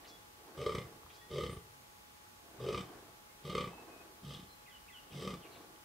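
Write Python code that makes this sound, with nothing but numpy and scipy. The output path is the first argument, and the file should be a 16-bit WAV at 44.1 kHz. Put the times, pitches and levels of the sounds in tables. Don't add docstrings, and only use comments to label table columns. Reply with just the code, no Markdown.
import sys
import numpy as np
from scipy import signal
from scipy.fft import rfft, irfft
from scipy.io import wavfile
from scipy.ndimage import uniform_filter1d

SR = 44100
rng = np.random.default_rng(int(sys.argv[2]) if len(sys.argv) > 2 else 0)


def makeup_ratio(level_db):
    decades = np.asarray(level_db, float) / 20
    return 10 ** decades


def put_to_file(sound):
    columns = np.atleast_2d(sound).T
    safe = np.clip(columns, -1, 1)
    whole_steps = np.round(safe * 32767)
    wavfile.write(sys.argv[1], SR, whole_steps.astype(np.int16))


N = 257544


def rms_one(x):
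    return x / np.sqrt(np.mean(x ** 2) + 1e-20)


def in_time(tables):
    t = np.arange(N) / SR
    s, *columns = np.transpose(np.concatenate(tables))
    on = sum((t >= rows[0][0]) & (t <= rows[-1][0]) for rows in tables)
    return [np.interp(t, s, c) for c in columns], uniform_filter1d(on * 1.0, size=700)


def coloured(x, points, gain=makeup_ratio):
    hz = np.arange(x.shape[-1] // 2 + 1) * SR / x.shape[-1] + 1
    at, value = np.transpose(points)
    weight = gain(np.interp(np.log(hz), np.log(at), value))
    return irfft(rfft(x) * weight, x.shape[-1])


def slow(rate_hz):
    sos = signal.butter(2, np.clip(rate_hz, 1, 5000), fs=SR, output="sos")
    return rms_one(signal.sosfilt(sos, rng.standard_normal(N + SR))[SR:])


def ridge(start, end, db, climb_db_s, sag_db_s):
    t = np.arange(N) / SR
    return db - climb_db_s * np.maximum(start - t, 0) - sag_db_s * np.maximum(t - end, 0)


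def tract(x, modes):
    out = 0
    for k, (hz, width_hz, db) in enumerate(modes):
        r = np.exp(-np.pi * width_hz / SR)
        ring = [1, -2 * r * np.cos(2 * np.pi * hz / SR), r * r]
        out = out + (-1) ** k * makeup_ratio(db) * signal.lfilter([1 - r, 0, r - 1], ring, x + 1e-18)
    return out


# (f/Hz, level/dB per Hz)
AIR = [(18, -47), (30, -7.5), (65, -3), (140, -8.5), (650, -9), (1100, -6.5), (1590, -11), (15500, -23)]
# (f/Hz, likeness from -1 to 1)
LIKENESS = [(60, 0.99), (180, 0.73), (400, -0.17), (950, -0.52), (2800, -0.38), (8000, -0.0055),
            (10000, 0.56), (16000, 0.84)]


def air_and_hiss():
    mid, side = coloured(rng.standard_normal((2, N)), AIR)
    mid = coloured(mid, LIKENESS, lambda c: np.sqrt(1 + np.clip(c, -1, 1)))
    side = coloured(side, LIKENESS, lambda c: np.sqrt(1 - np.clip(c, -1, 1)))
    return makeup_ratio(-58) * rms_one(np.array([mid + side, mid - side]))


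# (f/Hz, width/Hz, level/dB)
MOTOR = [(843.3, 5.8, -71.5), (1124, 7.2, -80)]


def motor():
    t = np.arange(N) / SR
    out = np.zeros(N)
    for hz, width_hz, db in MOTOR:
        level = makeup_ratio(db + 5 + 0.97 * slow(33.0))
        wander = np.cumsum(width_hz * slow(5.44) / 4) / SR
        out += level * np.sin(2 * np.pi * (hz * t + wander))
    return out


# (t/s, level/dB)
INSECT = [
    (1.6, -95),
    (1.75, -83),
    (2.56, -86),
    (2.75, -98),
]


def insect():
    (level_db,), on = in_time([INSECT])
    level = on * makeup_ratio(level_db + 5.5 + 1.5 * slow(22.0))
    return level * np.sin(2 * np.pi * 6600 * np.arange(N) / SR)


# (full from t/s, until t/s, level/dB)
RIVAL = [
    (-.01, 0.065, -56.5),
    (0.488, 0.892, -54),
    (1.105, 1.596, -64.5),
    (2.59, 2.963, -50.5),
    (3.54, 4.024, -54),
    (4.199, 4.42, -61.5),
    (5.17, 5.644, -55),
]


def rival():
    level_db = np.max([ridge(*row, climb_db_s=95, sag_db_s=68) for row in RIVAL], axis=0)
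    lumps = rng.standard_normal((2, N)) * makeup_ratio(1.6 * slow(29.0))
    far = tract(lumps, [(325, 99, 2.5), (488, 91, -0.5), (680, 91, -0.5), (1125, 160, -5.5), (1500, 380, -12.0)])
    mid, side = makeup_ratio(level_db - 3.5) * rms_one(far) * makeup_ratio([[0], [-11.]])
    return np.array([mid + side, mid - side])


# (delay t/s, length t/s, from f/Hz, to f/Hz, level/dB)
CHIRRUP = [
    (0, 0.039, 2230, 2725, -63.5),
    (.015, 0.072, 3300, 6700, -78),
    (.018, .068, 2710, 4880, -67),
]
WARBLE = [
    (0, 0.027, 2060, 2700, -66.5),
    (.013, 0.037, 2250, 2014, -64),
    (.036, .098, 3770, 2900, -67),
    (.04, 0.067, 1930, 1455, -76),
]
# (start t/s, level/dB)
CHIRRUPS = [
    (0.031, 0),
    (1.089, -3.5),
]
WARBLES = [
    (4.652, -1.7),
    (4.875, 0.8),
]
# (start t/s, length t/s, from f/Hz, to f/Hz, level/dB)
WHISTLES = [(0.083, 0.086, 3450, 3390, -70), (1.149, .12, 3290, 3420, -76), (1.204, 0.04, 1930, 1896, -72),
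            (3.255, .09, 1930, 2146, -81), (3.698, 0.12, 2636, 2610, -68), (3.862, 0.174, 2503, 2530, -77),
            (4.472, 0.078, 4140, 4110, -73), (4.56, .072, 4060, 3960, -82), (5.145, 0.046, 1930, 2154, -70)]
SCOLDS = [
    (1.474, 0.086, 7600, 9000, -70.5),
    (4.244, .17, 3670, 3350, -71),
    (5.094, 0.055, 3900, 2530, -67),
    (5.4, 0.078, 4200, 2540, -66),
    (5.51, .07, 4200, 2550, -73),
    (5.49, 0.1, 4300, 3850, -73.5),
]


def notes():
    out = [(*n, 12) for n in WHISTLES] + [(*n, 149.4) for n in SCOLDS]
    for phrase, sung, hoarse_hz in ((CHIRRUP, CHIRRUPS, 398), (WARBLE, WARBLES, 40.6)):
        for s, db in sung:
            out += [(s + delay, d, a, b, db + level, hoarse_hz) for delay, d, a, b, level in phrase]
    return out


def birds(settle=3, rise_s=.035, fall_s=0.016):
    out = np.zeros(N)
    for start, length, from_hz, to_hz, db, hoarse_hz in notes():
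        t = np.arange(int(length * SR)) / SR
        wobble = signal.lfilter([.2], [1, -.98], rng.standard_normal(20000))[:len(t)]
        glide = to_hz + (from_hz - to_hz) * (1 - t / length) ** settle + 2 * hoarse_hz * wobble
        swell = np.minimum(t / min(rise_s, length / 2), (length - t) / fall_s)
        swell = np.minimum(swell, 1)
        i = int(start * SR)
        out[i:i + len(t)] += makeup_ratio(db + 8.0) * swell * np.sin(2 * np.pi * np.cumsum(glide) / SR)
    return out * makeup_ratio(1.7 * slow(18.0))


# (t/s, f/Hz, peak level/dB)
TWIGS = [
    (1.033, 1110, -49.5),
    (1.045, 90, -54),
    (1.064, 1099, -46.5),
    (2.268, 1500, -54),
    (3.732, 840, -43),
    (3.782, 820, -42),
    (4.349, 3350, -39),
    (5.76, 3130, -55),
]


def twigs():
    out = np.zeros(N)
    t = np.arange(4000) / SR
    for s, hz, db in TWIGS:
        decay_db = 60 * t * hz / (6.2 + 0.011 * hz)
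        i = int(s * SR)
        out[i:i + 4000] += (makeup_ratio(db - decay_db) * np.sin(2 * np.pi * hz * t))[:N - i]
    return out


# (start t/s, end t/s)
GROANS = [
    (.55, .92),
    (1.28, 1.64),
    (2.57, 2.9),
    (3.41, 3.76),
    (4.21, 4.5),
    (5.1, 5.43),
]
# (t/s of one strong closure, closures there f/Hz, slowing Hz/s)
FLAP = [(.750, 32.8, 50.9), (1.434, 35.76, 86.85), (2.775, 32.33, 57.85), (3.579, 34.9, 61.15),
        (4.367, 31.4, 39), (5.304, 32.72, 83.5)]
# (t/s, level/dB above the others)
SNAPS = [(.662, 7.5), (0.749, 10.5), (.782, 9), (0.815, -1.5), (2.5993, 0), (2.686, 2), (2.726, -4.5),
         (3.4966, 7), (3.550, 10.5), (3.5786, 9), (3.6072, 5), (3.64, -1.5), (3.674, 6.5), (4.399, 9),
         (4.432, 10), (5.274, 5), (5.338, 3), (5.373, 5)]


def folds(weak_db=-2.5, fade_db_s=52, jitter_s=0.0013, shimmer_db=2.0, puff_s=.007, steady_air=.15):
    clicks = np.zeros(N)
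    for (start, end), (anchor, flap_hz, slowing) in zip(GROANS, FLAP):
        t = np.arange(start, end, 1 / SR) - anchor
        half_turns = np.floor(2 * (flap_hz * t - slowing * t ** 2 / 2))
        at = np.flatnonzero(np.diff(half_turns) > 0)
        weak = half_turns[at + 1] % 2
        luck = rng.standard_normal((40, 2))[:len(at)]
        slack_db = np.minimum(weak_db - fade_db_s * (t[at] + anchor - start), 0)
        late = weak * jitter_s * luck[:, 1]
        place = ((t[at] + anchor + late) * SR).astype(int)
        clicks[place] = makeup_ratio(weak * slack_db + shimmer_db * luck[:, 0])
    for s, db in SNAPS:
        i = round(s * SR)
        clicks[i - 440:i + 440] = 0
        clicks[i] = makeup_ratio(db)
    leak = np.exp(-1 / (puff_s * SR))
    return clicks, signal.lfilter([1], [1, -leak], clicks) + steady_air


# (start t/s, length t/s, from f/Hz, to f/Hz, level/dB)
HUM = [(0.582, 0.069, 131, 134, -42.5), (1.32, 0.09, 135, 144, -42), (2.587, 0.13, 123, 136, -40.5),
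       (3.438, 0.055, 143, 139, -45), (4.238, 0.13, 141, 141.5, -48.5), (5.128, .106, 146, 130, -43.5)]


def hum():
    curves = []
    for s, d, a, b, db in HUM:
        full = .35
        curves.append([(s, a, db - 9.5), (s + full * d, a + full * (b - a), db), (s + d, b, db - 8.5)])
    (hz, level_db), humming = in_time(curves)
    return humming * makeup_ratio(level_db + 1.0) * np.sin(2 * np.pi * np.cumsum(hz) / SR), humming


# (voice sets in t/s, throat widest t/s, mouth widest t/s, chest fullest t/s, voice lets go t/s)
MOMENTS = [(.579, 0.675, 0.689, .775, .83), (1.31, 1.39, 1.41, 1.46, 1.578),
           (2.606, 2.692, 2.745, 2.77, 2.81), (3.446, 3.564, 3.572, 3.61, 3.67),
           (4.235, 4.314, 4.31, 4.29, 4.445), (5.122, 5.264, 5.29, 5.31, 5.34)]
# (from t/s, until t/s)
RASPING = [(.655, 0.77), (1.385, 1.44), (2.719, 2.785), (3.551, 3.61), (4.33, 4.33), (5.22, 5.31)]
# (chest level/dB, throat level/dB, mouth level/dB, rasp level/dB)
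STRENGTH = [(-41.5, -35.5, -41, -50), (-42, -37.5, -46, -49.5), (-41.5, -37, -43.5, -49.5),
            (-41.5, -39, -40, -47), (-46.5, -59, -59, -54.5), (-43, -45, -47, -52.5)]
# (climb dB/s, sag dB/s)
SLOPES = [
    (45, 64),
    (130, 119),
    (150, 103),
    (105, 133),
]


def effort():
    levels = np.full((4, N), -200.)
    for (begin, throat, mouth, chest, end), rasp, strength in zip(MOMENTS, RASPING, STRENGTH):
        voiced = ridge(begin, end, 0, climb_db_s=1250, sag_db_s=339)
        spans = (chest, chest), (throat, throat), (mouth, mouth), rasp
        parts = [voiced + ridge(*span, db, *slope) for span, db, slope in zip(spans, strength, SLOPES)]
        levels = np.maximum(levels, parts)
    return levels


def evened(x):
    power = uniform_filter1d(uniform_filter1d(x ** 2, size=2000), size=2000)
    return x / np.sqrt(power + 1e-14)


def sinking(x, modes, progress, drop):
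    high, low = (tract(x, np.array(modes) * [1 + way * drop, 1, 1]) for way in (1, -1))
    return np.sqrt(1 - progress) * high + np.sqrt(progress) * low


# (f/Hz, width/Hz, level/dB)
CHEST = [(64.4, 94, -18.5), (102.6, 44, 1)]
NECK = [(202, 27, -0.85)]
THROAT = [(371.7, 75, -1), (475.6, 70.5, -1), (598, 28, -9)]
MOUTH = [(1181, 54, 9.7), (1255, 28, 0.5)]
# (f/Hz, width/Hz, level/dB)
RASP = [
    [(2070, 118, 7.3)],
    [(3070, 466, 3), (3350, 217, 5.5), (3621, 83, 7), (4400, 114, -2)],
    [(4800, 140, -6), (5550, 370, -10.5), (5935, 350, -10.5), (8140, 190, -12.5), (9400, 680, -27)],
    [(2420, 110, 5.9)],
]
# (f/Hz, width/Hz)
NOTCHES = [(1650, 130), (2760, 170), (3970, 190), (6850, 680)]
# (low rasp level/dB, high rasp level/dB, neck ring level/dB, cheek ring level/dB)
COLOUR = [(2, 4.5, -13.5, -5), (-0.5, 2.5, -16, -6), (-3.5, 5.5, -4, 3), (-2.5, 1, -2, -1),
          (-12, 4, -6, -4), (-4.5, 6.5, -0.5, -1.5)]


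def buck():
    chest_db, *upper = effort()
    throat_db, mouth_db, rasp_db = upper - chest_db
    opening_hum, humming = hum()
    colours = [[(a, 0, *c), (b, 1, *c)] for (a, b), c in zip(GROANS, COLOUR)]
    (progress, low_db, high_db, neck_db, cheek_db), on = in_time(colours)
    clicks, puffs = folds()
    air = puffs * rng.standard_normal(N)

    push = np.roll(clicks + 0.021 * air, -int(0.00426 * SR))
    push = signal.sosfilt(signal.butter(2, 250., fs=SR, output="sos"), push)
    chest = tract(push, CHEST) + makeup_ratio(neck_db) * tract(push, NECK) + 0.5 * tract(push, [(97, 141, 0.)])
    voice = (1 - 0.3 * humming) * evened(chest)

    throat = sinking(clicks + 0.061 * air, THROAT, progress, drop=0.03)
    voice += makeup_ratio(throat_db + 0.5) * evened(tract(throat, [(502, 237, 0.)]))
    mouth = sinking(clicks + 0.06 * air, MOUTH, progress, drop=0.023)
    voice += makeup_ratio(mouth_db) * evened(tract(mouth, [(1172, 256, 0.)]))

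    band_db = low_db + 8.8 * (progress - .5), 0, high_db - 2.6 * (progress - .5)
    lumpy = [makeup_ratio(db + 0.4 * slow(33.0)) for db in band_db]
    lumpy.append(-lumpy[0] * makeup_ratio(cheek_db))
    breath = clicks + 0.27 * air
    rasp = sum(gain * sinking(breath, modes, progress, drop=0.024) for gain, modes in zip(lumpy, RASP))
    for hz, width_hz in NOTCHES:
        rasp = rasp - tract(rasp, [(hz, width_hz, 0)])
    voice += makeup_ratio(rasp_db + 0.5) * evened(rasp)
    return on * makeup_ratio(chest_db - 1.5) * voice + opening_hum


# (f/Hz, side level/dB against mid)
SPREAD = [(200, -38), (400, -28.5), (700, -12), (1300, -17), (2400, -11.5), (5000, -23), (8000, -1.5),
          (12000, -37)]


def forest(x, near_db, near_t60, tail_db, tail_t60):
    t = np.arange(SR) / SR
    near = makeup_ratio(near_db - 60 * t / near_t60) * rng.standard_normal((2, SR)) * (t > .002)
    tail = makeup_ratio(tail_db - 60 * t / tail_t60) * rng.standard_normal((2, SR)) * np.minimum(t / 0.0086, 1)
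    tail = coloured(tail, [(100, -3.0), (400, -8.5), (1300, -11.5), (3000, -7.0), (8000, -19.0)])
    mid, side = near * makeup_ratio([[-9], [0]]) + tail * makeup_ratio([[0], [5.]])
    side = coloured(side, SPREAD)
    mid[0] += 1
    return signal.fftconvolve(x[None], np.array([mid + side, mid - side]), axes=1)[:, :N]


def scene():
    background = air_and_hiss() + motor() + insect()
    song = makeup_ratio(1.0) * forest(birds(), near_db=-24.0, near_t60=0.4, tail_db=-42.0, tail_t60=1.0)
    deer = makeup_ratio(1.0) * forest(buck() + twigs(), near_db=-23.5, near_t60=0.24, tail_db=-51.5, tail_t60=1.67)
    return background + rival() + song + deer


def roll_off(x):
    return signal.sosfilt(signal.butter(12, 16880, fs=SR, output="sos"), x)


def record(dry):
    thin = signal.sosfilt(signal.butter(2, 30., "high", fs=SR, output="sos"), dry)
    cut = signal.sosfilt(signal.ellip(12, .5, 70, 15700, fs=SR, output="sos"), thin)
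    return roll_off(cut)


dry = scene()
out = record(dry)
put_to_file(out)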